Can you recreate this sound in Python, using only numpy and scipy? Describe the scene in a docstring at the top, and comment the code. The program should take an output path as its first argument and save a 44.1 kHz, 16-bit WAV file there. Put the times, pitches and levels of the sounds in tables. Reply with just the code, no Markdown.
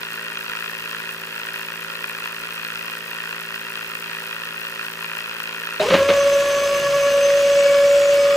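"""A toy drilling rig works in wet sand, heard close up over faint yard air.
From the start a small DC motor hums, its loose rod knocks in the frame every turn, its brushes crackle.
At 5.8 s a geared winch motor starts with jolts and a scrape, and its tooth-rate whine spins up.
The string snaps taut at 5.9 s and the bouncing load pumps the whine; near 7 s the load sways and it throbs.
Around 7.4 s the whine changes colour as the microphone moves; a high side tone grows to the end."""
import sys
import numpy as np
from scipy import signal
from scipy.fft import rfft, irfft
from scipy.io import wavfile
from scipy.ndimage import uniform_filter1d

SR = 44100
rng = np.random.default_rng(int(sys.argv[2]) if len(sys.argv) > 2 else 0)


def output_pcm(signal):
    """Save a mono or channel-first signal as 16-bit PCM at the path in sys.argv[1].

    Samples are clipped to [-1, 1] before scaling.
    """
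    pcm = np.clip(np.atleast_2d(signal).T, -1, 1) * 32767
    wavfile.write(sys.argv[1], SR, np.round(pcm).astype(np.int16))


N = 368676
TIME_S = np.arange(N) / SR


def gain_of(db):
    """Decibels to amplitude."""
    return 10 ** (np.asarray(db) / 20)


def evened(x):
    """Scale to rms 1."""
    return x / np.sqrt(np.mean(x ** 2) + 1e-20)


def curves(rows):
    """Interpolate each table column over time, sample by sample."""
    time_s, *columns = np.transpose(rows)
    return [np.interp(TIME_S, time_s, column) for column in columns]


def sine(cycles):
    """Sine of a phase in cycles."""
    return np.sin(2 * np.pi * cycles)


def wander(rate_hz):
    """Gaussian-lowpassed noise of rms 1, up to about rate_hz."""
    freq_hz = np.fft.rfftfreq(N, 1 / SR)
    spectrum = rfft(rng.standard_normal(N)) * np.exp(-(freq_hz / rate_hz) ** 2)
    return evened(irfft(spectrum, N))


def coloured(x, points, size=4096):
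    """Minimum-phase filter with the given spectrum shape, scaled to unit energy."""
    point_hz, point_db = np.transpose(points)
    freq_hz = abs(np.fft.fftfreq(size, 1 / SR))
    shape_db = np.interp(np.log(freq_hz + 1), np.log(point_hz), point_db)
    log_gain = np.log(gain_of(shape_db))
    min_phase = np.exp(np.conj(signal.hilbert(log_gain)))
    response = np.fft.ifft(min_phase).real[:size // 2]
    return signal.oaconvolve(x, response / np.linalg.norm(response))[:N]


def resonate(x, freq_hz, width_hz):
    """One resonance of peak gain 1."""
    return signal.lfilter(*signal.iirpeak(freq_hz, freq_hz / width_hz, SR), x)


def ring_out(start_s, decay_s):
    """Sudden start, then exponential fall."""
    return (TIME_S >= start_s) * np.exp(-np.maximum(TIME_S - start_s, 0) / decay_s)


def partials(turns, orders, waver_db, waver_hz):
    """Lines on multiples of a rotation, each wavering in strength; rms 1 in sum."""
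    total = np.zeros(N)
    for order, rel_db in orders:
        strength = gain_of(rel_db + waver_db * wander(waver_hz))
        total += strength * sine(round(order) * turns + rng.random())
    return evened(total)


# drill motor: time_s, turns_per_s
DRILL_SPEED = [(0.1, 55.76), (0.7, 55.68), (1.3, 55.59), (1.7, 55.62), (2.0, 56.05), (2.7, 56.08),
               (3.3, 56.02), (4.3, 55.9), (5.6, 55.79)]
# motor hum: multiple_of_shaft_rate, rel_db
DRILL_ORDERS = [(1, -24), (2, -16), (3, 2.5), (4, -2.5), (5, -6.5), (6, -11.5), (7, 2.5), (8, -5.5),
                (9, -5.5), (10, -5), (11, -6.5), (12, -12), (13, -12.5), (14, -15.5), (15, -33), (16, -7.5),
                (17, -3.5), (18, -4), (19, -28), (20, -28)]
# rod striking its guide: place_in_turn (0-1), rel_db, decay_s
ROD_CONTACTS = [(0.33, -5.5, 0.002), (0.74, 0.5, 0.0008), (0.79, 0.5, 0.0013), (0.93, -1.5, .0009)]
# hardest rod knocks: start_s, rel_db
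HARD_KNOCKS = [(0.0314, -17), (0.3716, -15.5), (0.4962, -14), (0.5696, -16.5), (0.9472, -19), (2.0413, -14),
               (2.6481, -16.5), (3.7549, -16), (3.9515, -13), (5.0442, -15.5), (5.2048, -13),
               (5.4018, -14.5)]
# frame resonances: freq_hz, width_hz, rel_db
FRAME = [(1022, 137, -12.5), (1403, 72, -5), (1652, 237, -11), (1891, 79, -5.5), (2490, 80, -3.5),
         (2737, 47, -3), (3203, 98, -10.5), (4330, 460, -13.5), (4550, 1310, -17), (5000, 370, -17.5)]
# dry clack of the rod: freq_hz, rel_db_per_hz
CLACK = [(300, -23.5), (750, -17.5), (1050, -7.5), (1450, 1), (1900, 0.5), (2200, -16), (2680, 1),
         (3300, -8), (5000, -17), (12000, -42)]
# brushes crossing commutator gaps: place_in_turn (0-1), rel_db, decay_s
BRUSH_CONTACTS = [(.23, -11, .002), (.315, 3.5, .0004), (.38, -10, .003), (.53, 0, .0009), (.58, -1, .0009),
                  (.72, -9, .003)]
# brush crackle: freq_hz, rel_db_per_hz
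SPARK = [(1500, -25), (4000, -3), (5300, -1), (7000, -5.5), (8700, -1), (10300, -3.5), (12500, 1),
         (15500, 1)]
HUM_DB, CLACK_DB = -45, -34.5
FRAME_LEFT_RIGHT_DB, CRACKLE_LEFT_RIGHT_DB = [[-32.3], [-32.9]], [[-39.2], [-41.5]]
HARD_KNOCK_DECAY_S = 0.0012


def drill():
    """Unbalance hums, the rod knocks in the frame and the brushes spark, all locked to the shaft."""
    turns = np.cumsum(curves(DRILL_SPEED)[0]) / SR
    hum = from_left(gain_of(HUM_DB) * partials(turns, DRILL_ORDERS, waver_db=1.0, waver_hz=2.9))

    # the rod grips and slips in the sand, so the knocking swells a little
    contact = chatter(turns, ROD_CONTACTS, scatter_db=1.5, jitter_turns=0.012) + 0.14
    knocking = gain_of(0.86 * wander(6.9)) * contact
    hard = sum(gain_of(rel_db + 32) * ring_out(start_s, HARD_KNOCK_DECAY_S)
               for start_s, rel_db in HARD_KNOCKS)
    strength = np.hypot(knocking, hard)

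    knocks = at_ports(strength, direct=0.53, impact=5.2)
    frame = np.zeros((2, N))
    for k, (freq_hz, width_hz, rel_db) in enumerate(FRAME):
        # neighbouring modes alternate in sign
        frame += (-1) ** k * gain_of(rel_db) * resonate(knocks, freq_hz, width_hz)
    # the small frame radiates little bass
    frame = signal.sosfilt(signal.butter(2, 850, "high", fs=SR, output="sos"), frame)

    taps = at_ports(strength, direct=0.71, impact=1.05)
    clack = evened(np.array([coloured(port, CLACK) for port in taps]))

    # crackle strength, smoothed over 28 samples; brush pressure drifts
    contact = chatter(turns, BRUSH_CONTACTS, scatter_db=3.1, jitter_turns=0.012)
    smoothed = uniform_filter1d(contact, size=28)
    sparks = at_ports(gain_of(1.15 * wander(24)) * (smoothed + 0.17), direct=0.05, impact=0)
    crackle = evened(np.array([coloured(port, SPARK) for port in sparks]))

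    rod = gain_of(FRAME_LEFT_RIGHT_DB) * evened(frame) + gain_of(CLACK_DB) * clack
    return hum + rod + gain_of(CRACKLE_LEFT_RIGHT_DB) * crackle


def chatter(turns, contacts, scatter_db, jitter_turns):
    """Contact strength, rms 1: each place is struck once a turn, never quite alike, and dies away."""
    turn = np.arange(int(turns[-1]) + 1)
    power = np.zeros(N)
    for place, rel_db, decay_s in contacts:
        late, force = np.clip(rng.standard_normal((len(turn), 2)), -2, 2).T
        at = np.searchsorted(turns, turn + place + jitter_turns * late)
        blow_power = gain_of(rel_db + scatter_db * force) ** 2
        blows = np.bincount(at, blow_power, N + 1)[:N]
        # power falls twice as fast as amplitude
        power += signal.lfilter([1], [1, -np.exp(-2 / (decay_s * SR))], blows + 1e-12)
    return evened(np.sqrt(power))


def at_ports(strength, direct, impact):
    """Blows and scraping at two ports: the direct share reaches the left first, the rest is scattered."""
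    shared, left, right = strength * rng.standard_normal((3, N))
    # every jump in strength is a clean blow
    jumps = np.maximum(np.diff(strength, prepend=strength[0]), 0)
    shared = shared + impact * jumps
    return np.sqrt(direct) * from_left(shared) + np.sqrt(1 - direct) * np.array([left, right])


PORT_LAG_SAMPLES = 6


def from_left(x):
    """A sound that reaches the right port a few samples late."""
    return np.array([x, np.roll(x, PORT_LAG_SAMPLES)])


# tone at the tooth rate, before the offset and the strain, bounce, throb, flutter: time_s, base_db
TONE_LEVEL = [(6.2, -17), (6.41, -16), (6.43, -20), (6.79, -21.5), (6.82, -26), (6.85, -20), (7.21, -15.5),
              (7.74, -14), (8.34, -15)]
TONE_OFFSET_DB, STRAIN_DB, THROB_DB = 3.0, 6, 0.9
FLUTTER_DB, STRAIN_FLUTTER_DB = 0.8, 1.6
# the string snaps taut and the load bounces on it, pumping the tone less and less
TAUT_S, BOUNCE_HZ, BOUNCE_DB, BOUNCE_DECAY_S = 5.935, 11.7, 11, 0.16
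# widest sway of the load, its rate, and its spread either side
SWAY_PEAK_S, SWAY_HZ, SWAY_SPREAD_S = 6.957, 10.15, 0.29
# low overtones together: time_s, base_db
LOW_LEVEL = [(6.17, -26.5), (6.22, -30), (7.08, -29), (7.35, -34.5), (7.81, -26), (7.95, -37),
             (7.98, -36.5), (8.34, -32)]
# low overtones: multiple_of_tooth_rate, early_rel_db, late_rel_db
LOW_OVERTONES = [(2, 0.5, -4.5), (3, -4, -7), (4, -8, -4)]
# high overtones: multiple_of_tooth_rate, early_db, late_db
OVERTONES = [(5, -41, -40.5), (6, -43, -42), (8, -48, -44), (9, -42, -40.5), (10, -46, -43.5),
             (11, -35.5, -40.5), (12, -45, -42.5), (13, -46, -47), (14, -48, -45), (15, -49.5, -49),
             (17, -54, -56), (19, -53.5, -57), (20, -53, -57)]
# gears scraping as they gather speed: multiple_of_tooth_rate, rel_db
SCRAPE = [(2, 12), (3, -5), (4, 6), (5, -8), (6, -20), (7, -17), (8, -17), (9, -10), (10, -6), (11, -8),
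          (12, -1), (13, -4.5)]
# lines of the uneven pinion: multiple_of_shaft_rate, rel_db
SHAFT_ORDERS = [(5, -8), (7, -6.5), (8, -3.5), (9, -32), (10, -2), (12, -19), (13, -14), (20, -20), (21, 4),
                (24, -25), (26, -31), (27, 4)]
# pinion side tone: time_s, level_db
SIDE_TONE = [(7.9, -56), (8.05, -44), (8.36, -30)]
PINION_TEETH, SIDE_ORDER = 11, 24
# gear grinding: freq_hz, rel_db_per_hz
GRIND = [(25, -9), (90, -3), (250, -2), (430, 0.5), (570, 15), (760, -5), (1080, -0.5), (1650, -3.5),
         (2100, -0.5), (2750, 3.5), (3700, -2.5), (5500, -7.5), (8000, -11.5), (11500, -22.5), (15000, -28)]
# grinding eases steadily as the gears run in
GRIND_START_DB, GRIND_EASE_DB_PER_S, GRIND_STRAIN_DB = -28, 0.85, 2.3


def winch():
    """Pinion teeth mesh in a whine with overtones; the load bounces, then sways, and makes it throb."""
    start_s = JOLTS[0][0]
    # torque is high while the rotor gathers speed, and the gears scrape more than they sing
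    strain = ring_out(start_s, decay_s=0.1545)
    meshing = 1 - ring_out(start_s, decay_s=0.098)
    eased = (1 - strain) ** 2

    # the bounce begins half a cycle before its peak
    bounce = ring_out(TAUT_S - 0.5 / BOUNCE_HZ, BOUNCE_DECAY_S)
    bounce = bounce * np.cos(2 * np.pi * BOUNCE_HZ * (TIME_S - TAUT_S))
    from_peak_s = TIME_S - SWAY_PEAK_S
    swing = np.exp(-(from_peak_s / SWAY_SPREAD_S) ** 2) * np.cos(2 * np.pi * SWAY_HZ * from_peak_s)
    # plus irregular sway throughout
    sway = swing + 0.45 * evened(resonate(rng.standard_normal(N), 10.8, 11.0))

    teeth = spin(start_s, strain, sway)
    pinion = teeth / PINION_TEETH

    tone_db = curves(TONE_LEVEL)[0] + TONE_OFFSET_DB
    tone_db = tone_db + STRAIN_DB * strain + BOUNCE_DB * bounce + THROB_DB * sway
    tone_db = tone_db + (FLUTTER_DB + STRAIN_FLUTTER_DB * strain) * wander(32)
    tone = meshing ** 2 * gain_of(tone_db) * np.sin(2 * np.pi * teeth + 0.057 * wander(37))

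    octave, *others = (overtone(teeth, *row, flutter_db=3.0, drift_db=0.64) for row in LOW_OVERTONES)
    # the octave beats most deeply with the sway
    low = octave * (1 + 0.81 * sway) + sum(others) * (1 + 0.2 * sway)
    low = gain_of(curves(LOW_LEVEL)[0]) * low
    high = sum(overtone(teeth, *row, flutter_db=2.5, drift_db=2.2) for row in OVERTONES)

    # straining teeth catch and slip, which smears their lines
    slipping = partials(teeth + 0.045 * wander(110), SCRAPE, waver_db=4, waver_hz=60)
    scrape = gain_of(-27.0) * strain * slipping

    shaft = partials(pinion, SHAFT_ORDERS, waver_db=3.0, waver_hz=1.8)
    shaft = gain_of(-37.5 + 10 * strain) * shaft
    side_tone = gain_of(curves(SIDE_TONE)[0]) * sine(SIDE_ORDER * pinion)

    grind_db = GRIND_START_DB - GRIND_EASE_DB_PER_S * (TIME_S - start_s) + GRIND_STRAIN_DB * strain
    grind = gain_of(grind_db) * evened(coloured(flanks(teeth), GRIND))

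    running = np.clip((TIME_S - start_s) / 0.0044, 0, 1)
    return running * (tone + eased * (low + high) + scrape + shaft + side_tone + grind)


# running speed under load: time_s, tooth_rate_hz
RUNNING_SPEED = [(6.0, 556), (6.12, 561.5), (6.3, 562.4), (6.42, 564.5), (7.25, 563.7), (7.76, 565.1),
                 (7.87, 566.4), (8.36, 566.6)]
# the winch starts at a share of its running speed and closes the gap exponentially
START_SHARE, SPIN_UP_S = 0.445, 0.05


def spin(start_s, strain, sway):
    """Teeth passed so far: the motor spins up, and its speed flutters with strain and sway."""
    spin_up = 1 - (1 - START_SHARE) * ring_out(start_s, SPIN_UP_S)
    rate_hz = curves(RUNNING_SPEED)[0] * spin_up
    flutter = 0.0017 * sway + (0.0016 + 0.044 * strain) * wander(77)
    return np.cumsum(rate_hz * (1 + flutter)) / SR


# the whine changes colour around this time, over this long, as the microphone moves
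MOVE_S, MOVE_SPREAD_S = 7.43, 0.13


def overtone(teeth, multiple, early_db, late_db, flutter_db, drift_db):
    """One multiple of the tooth rate; it flutters, drifts, and shifts level as the microphone moves."""
    moved = 0.5 + 0.5 * np.tanh((TIME_S - MOVE_S) / MOVE_SPREAD_S)
    level_db = early_db + (late_db - early_db) * moved
    level_db = level_db + flutter_db * wander(37) + drift_db * wander(9.9)
    return gain_of(level_db) * sine(round(multiple) * teeth + rng.random())


def flanks(teeth, size=800):
    """Tooth flanks rub: their roughness recurs with every pinion turn, the rest is chance."""
    profile = rng.standard_normal(size)
    roughness = np.interp(teeth / PINION_TEETH, np.arange(size) / size, profile, period=1)
    rubbing = 0.4 * evened(roughness) + rng.standard_normal(N)
    # hardest as each tooth engages
    engaging = 1 + 0.5 * np.cos(2 * np.pi * teeth)
    return rubbing * engaging * gain_of(1.6 * wander(100))


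# gears and string taking up slack: start_s, rattle_db, decay_s, thump_db (relative to rattle_db)
JOLTS = [(5.799, -28, 0.021, -14), (5.901, -17, 0.074, -1), (5.936, -13, 0.029, -4),
         (6.088, -17.5, 0.044, -13)]
# jolt clatter: freq_hz, rel_db_per_hz
CLATTER = [(30, -30), (90, -14), (200, 1), (320, 4.5), (620, 6.5), (780, -2.5), (1000, 1.5), (2700, -0.5),
           (4200, -9), (6000, -22), (12000, -53)]
# winch mount ringing at the kick: freq_hz, level_db, t60_s
MOUNT = [(404, -21, 0.55), (620, -10.5, 0.2), (3750, -19, 0.054), (4130, -24, 0.074)]
THUMP_HZ = 185


def jolts():
    """Each jolt clatters unevenly and thumps through the mast; the first, a kick, rings the mount."""
    out = np.zeros(N)
    for start_s, rattle_db, decay_s, thump_db in JOLTS:
        blow = ring_out(start_s, decay_s) - ring_out(start_s, decay_s=0.00055)
        rattle = gain_of(rattle_db + 2.8 * wander(350)) * blow * rng.standard_normal(N)
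        thump = ring_out(start_s, decay_s=0.03) - ring_out(start_s, decay_s=0.003)
        thump = thump * sine(THUMP_HZ * (TIME_S - start_s))
        out += coloured(rattle, CLATTER) + gain_of(rattle_db + thump_db) * thump
    kick_s = JOLTS[0][0]
    for freq_hz, level_db, t60_s in MOUNT:
        ring = ring_out(kick_s, t60_s / np.log(1000)) - ring_out(kick_s, decay_s=0.0018)
        out += gain_of(level_db) * ring * sine(freq_hz * (TIME_S - kick_s))
    return out


# low drones under the load: start_s, pitch_hz, peak_db (before flutter), rise_s
DRONES = [(5.9, 93.6, -38, 0.11), (6.8, 137.6, -39.5, 0.066), (7.3, 92, -55.5, 0.65)]


def gear_buzz():
    """A gear wheel of the winch buzzes in low notes that swell and die."""
    out = np.zeros(N)
    for start_s, pitch_hz, peak_db, rise_s in DRONES:
        age = np.maximum(TIME_S - start_s, 0) / rise_s
        swell = age * np.exp(1 - age)
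        out += gain_of(peak_db + 1.6 * wander(22)) * swell * sine(pitch_hz * TIME_S)
    return out


# yard air: freq_hz, rel_db_per_hz
AIR = [(25, -21), (55, 2), (90, -6), (180, -4), (300, 0.5), (520, 12), (730, -7), (1500, 12), (4000, -1),
       (15000, -18)]
AIR_DB, AIR_SIDE_REL_DB = -41.0, -14.5


def air():
    """Faint noise of the open yard, a little different at each port."""
    mid, side = (coloured(noise, AIR) for noise in rng.standard_normal((2, N)))
    return gain_of(AIR_DB) * (mid + gain_of(AIR_SIDE_REL_DB) * np.array([side, -side]))


def scene():
    """The drill runs throughout in the quiet yard; the winch joins dead centre."""
    return drill() + winch() + jolts() + gear_buzz() + air()


EDGE_HZ = 15620


def record(dry):
    """Band limit: a linear-phase lowpass at EDGE_HZ."""
    lowpass = signal.firwin(511, EDGE_HZ, window=("kaiser", 9), fs=SR)
    return signal.oaconvolve(dry, lowpass[None], "same")


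dry = scene()
out = record(dry)
output_pcm(out)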